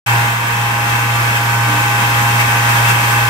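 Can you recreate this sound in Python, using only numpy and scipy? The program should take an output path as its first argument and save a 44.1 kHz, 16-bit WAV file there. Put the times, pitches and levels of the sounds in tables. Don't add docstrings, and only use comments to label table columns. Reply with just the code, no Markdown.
import sys
import numpy as np
from scipy import signal
from scipy.fft import rfft, irfft, next_fast_len
from scipy.io import wavfile
from scipy.ndimage import uniform_filter1d

SR = 44100
rng = np.random.default_rng(int(sys.argv[2]) if len(sys.argv) > 2 else 0)


def wrap_up_sound(samples):
    columns = np.atleast_2d(samples).T
    tamed = np.clip(columns, -1, 1)
    steps = np.round(tamed * 32767).astype(np.int16)
    wavfile.write(sys.argv[1], SR, steps)


def level_to_linear(level):
    exponent = np.asarray(level, float) / 20
    return 10 ** exponent


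N = 145089
BASS_HZ = 400


def on_log(points, hz):
    p = np.array(points)
    return np.interp(np.log(hz + 1), np.log(p[:, 0]), p[:, 1])


def peak(hz, at_hz, width_hz):
    return 1 / (1 + (2 * (hz - at_hz) / width_hz) ** 2)


def walk(rate_hz):
    hold = int(SR / rate_hz)
    steps = np.repeat(rng.standard_normal(400), hold)[:N]
    drift = uniform_filter1d(uniform_filter1d(steps, hold), hold)
    return (drift - drift.mean()) / drift.std()


def surrounding_likeness(hz):
    port_likeness, ports_m, sound_m_per_s = 1, .145, 343
    return port_likeness * np.sinc(2 * hz * ports_m / sound_m_per_s)


def hall_ripple(hz):
    t60_s, ripple_db = .35, 2
    size = 2 * (len(hz) - 1) if SR / 2 - hz[-1] < 1e-6 else 2 * len(hz) - 1
    echoes = rng.standard_normal((2, size)) * level_to_linear(-60 * np.arange(size) / SR / t60_s)
    one, other = rfft(echoes).real / np.sqrt(np.sum(echoes ** 2) / 4)
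    around = surrounding_likeness(hz)
    right = around * one + np.sqrt(1 - around ** 2) * other
    return ripple_db * np.clip(hz / BASS_HZ / 2, 0, 1) * np.array([one, right])


def air_colour(hz):
    # f/Hz, level/dB per Hz
    rush = [(30.0, -41), (55.0, -1), (250.0, -3.5), (550.0, -4.5), (900.0, 0.0), (2300.0, 0),
            (4000.0, -10.5), (15500.0, -19)]
    # f/Hz, difference/dB
    port_balance = [(400.0, 0.5), (900.0, 0.5), (1600.0, 4.8), (2400.0, -0.5), (3500.0, 5.4),
                    (4500.0, -1.0), (13000.0, 0.9), (15500.0, 3.7)]
    # f/Hz, width/Hz, left/dB, right/dB
    resonances = [(192.0, 13.0, 6.9, 6.6), (228.0, 18.0, 5.2, 5.0), (299.0, 8.0, 10.5, 9.3),
                  (388.0, 12.0, -4.9, -3.7), (690.0, 10.0, 4.1, 2.7), (970.0, 80.0, 3.4, 2.3),
                  (1340.0, 730.0, 1.3, 7.8), (1740.0, 310.0, 0.2, 3.9), (2230.0, 100.0, 4.3, -2.8),
                  (2620.0, 320.0, 10.4, 1.9), (2780.0, 60.0, 3.2, 5.9), (2900.0, 90.0, -7.4, -4.7),
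                  (3130.0, 170.0, 7.6, 0.6), (3680.0, 80.0, 3.7, 0.6),
                  (4100.0, 70.0, -4.0, -7.3), (4210.0, 80.0, 2.4, 7.2), (5230.0, 450.0, 1.0, 3.3),
             (6200.0, 580.0, 5.7, 0.3), (6890.0, 340.0, 6.8, 2.5), (7550.0, 180.0, -3.3, -3.7),
             (8040.0, 780.0, 5.0, 5.8), (8590.0, 230.0, 0.8, 3.5), (9320.0, 530.0, 2.6, 2.7),
             (9770.0, 460.0, -4.1, -1.1), (10570.0, 570.0, 0.4, 5.0), (11690.0, 790.0, 4.1, 5.1),
             (13200.0, 570.0, 5.5, 8.0), (14110.0, 1170.0, 3.7, 4.4)]
    # f/Hz, width/Hz, left/dB, right/dB
    whistles = [
        (13170, 130, 1.5, 5),
        (10590, 90, 0, 4),
        (11780, 90, 0, 4),
        (3020, 60, 0, 4),
    ]
    db = on_log(rush, hz) + np.array([[.5], [-.5]]) * on_log(port_balance, hz)
    for at_hz, width_hz, *lift_db in resonances + whistles:
        db = db + np.array(lift_db)[:, None] * peak(hz, at_hz, width_hz)
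    return db


def likeness(hz):
    paths = [(0.082, 0.17), (0.063, 0.18), (-0.123, -0.1), (-0.103, -0.08), (0.115, 0.11), (0.17, 0.09),
             (0.019, 0.11), (0.19, 0.09), (0.24, -0.1), (-0.14, -0.07), (-0.066, -0.06), (0.409, 0.05)]
    # f/Hz, width/Hz, change of
    panels = [(300, 90, -.3), (1380, 200, -.25), (1850, 250, -.3), (2130, 150, .3), (2650, 400, -.28),
              (3550, 300, .2), (4300, 200, -.25), (5700, 250, .25), (8000, 300, .3)]
    around = surrounding_likeness(hz)
    direct = sum(share * np.exp(-2j * np.pi * hz * far_m / 343) for far_m, share in paths)
    shaken = sum(change * peak(hz, at_hz, width_hz) for at_hz, width_hz, change in panels)
    return around + (1 - abs(around)) * direct + shaken


def inlet_gulps():
    # t/s, lift/dB
    gulps = [
        (.9, 1.5),
        (1.16, 1),
        (1.37, 2.5),
        (1.72, -0.5),
        (2.41, 3),
        (2.5, 0.5),
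        (2.7, 2.5),
        (2.77, 2),
        (2.9, 3.5),
        (3.12, 2),
    ]
    gulp_s = .018
    t = np.arange(N) / SR
    return sum(lift_db * np.exp(-((t - at_s) / gulp_s) ** 2) for at_s, lift_db in gulps)


def air():
    rush_db = -16
    surge_db, surge_hz, flicker_db, flicker_hz = .5, 14, 0.15, 18
    rattle_db, rattle_at_hz = 0.52, 2600
    treble_creep_db_per_s = 0.5
    size = next_fast_len(N)
    hz = np.arange(size // 2 + 1) * SR / size
    db = air_colour(hz) + hall_ripple(hz)
    like = likeness(hz)
    left, own = rfft(rng.standard_normal((2, size)))
    right = like * left + np.sqrt(np.clip(1 - abs(like) ** 2, 0, 1)) * own
    both = level_to_linear(db) * np.array([left, right])
    surge, gulps = surge_db * walk(surge_hz), inlet_gulps()
    from_middle_s = (np.arange(N) - N / 2) / SR
    octave = np.log2(hz / 40 + 1e-9)
    out = 0
    for centre in np.arange(19) / 2:
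        band = np.cos(np.pi * np.clip(octave - centre, -.5, .5)) ** 2
        rattle = rattle_db * np.exp(-(centre - np.log2(rattle_at_hz / 40)) ** 2)
        flicker = (flicker_db + rattle) * walk(flicker_hz)
        swing = surge + gulps * np.clip(centre - 3.5, 0, 1) + flicker
        creep = treble_creep_db_per_s * from_middle_s * np.clip(centre - 6.5, 0, 1)
        out = out + level_to_linear(swing + creep) * irfft(both * band, size)[:, :N]
    return out * level_to_linear(rush_db) / out.std()


def claws():
    # multiple of the pulse rate, left/dB, right/dB, lag of the right port/radians
    pulse_orders = [(1, -19, -19, -0.0), (4, -44, -44, -0.3), (6, -40, -40, 0.6), (7, -27, -25, -0.2),
                    (8, -30, -24, -1.4), (9, -31, -30, -0.1), (10, -33, -29, -0.9), (12, -32, -36, -2.4),
                    (13, -31, -25, -1.5), (14, -30, -26, -2.2), (15, -42, -35, 2.1), (16, -30, -34, 3.0),
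                    (16.5, -40, -41, 1.2), (19, -38, -41, -1.4), (22, -40, -42, -2.9), (23, -38, -37, -2.4),
                    (25, -48, -49, -2.7), (27, -42, -44, 0.6), (28, -50, -49, -2.0), (36, -52, -51, 1.9),
                    (41, -50, -55, -2.0), (42, -51, -51, -2.3), (44, -47, -55, -0.7), (46, -51, -56, 1.3),
                    (54, -47, -57, -1.6), (112, -53, -50, 0.7)]
    pulse_hz, speed_wander = 117.372, 0.00016
    drone_wobble_db, order_wobble_db, wobble_hz = 1, 1.5, 8.97
    drone_sway = 0.047
    order_spread = 2.807
    turn = 2 * np.pi * np.cumsum(pulse_hz * (1 + speed_wander * walk(1.99))) / SR
    sway = drone_sway * (1 + walk(5.9))
    out = np.zeros((2, N))
    for multiple, left_db, right_db, lag in pulse_orders:
        multiple = np.round(2 * multiple) / 2
        phase = multiple * turn + order_spread * multiple ** 2
        wobble_db = drone_wobble_db if multiple == 1 else order_wobble_db
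        wobble = level_to_linear(wobble_db * walk(wobble_hz))
        left = level_to_linear(left_db) * np.sin(phase)
        right = level_to_linear(right_db) * np.sin(phase - lag - sway)
        out += np.sqrt(2) * wobble * np.array([left, right])
    return out


def scene():
    return air() + claws()


def roll_off(x):
    return signal.sosfilt(signal.butter(12, 16860, fs=SR, output="sos"), x)


def record(dry):
    # t/s, gain/dB
    gain = [
        (.06, 1.5),
        (.13, 1.5),
        (.21, 1),
        (.39, -2.5),
        (.9, -1),
        (1.5, 0),
        (2.2, 1),
        (2.8, 1.5),
        (3.29, 1.5),
    ]
    opens_s, mid_hz, ceiling, top_hz = .0612, 1800, 1.87, 15700
    t = np.arange(N) / SR

    def below(hz):
        return signal.sosfiltfilt(signal.butter(2, hz, fs=SR, output="sos"), dry)

    def fade(rise_s):
        return 1 - np.exp(-np.clip(t - opens_s, 0, None) / rise_s)

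    bass, lows = below(BASS_HZ), below(mid_hz)
    x = bass * fade(0.021) + (lows - bass) * fade(.01) + (dry - lows) * fade(0.0025)
    x = x * level_to_linear(np.interp(t, *np.array(gain).T))
    x = ceiling * np.tanh(x / ceiling)
    treble_cut = signal.ellip(16, .2, 80, top_hz, fs=SR, output="sos")
    return roll_off(signal.sosfilt(treble_cut, x))


dry = scene()
out = record(dry)
wrap_up_sound(out)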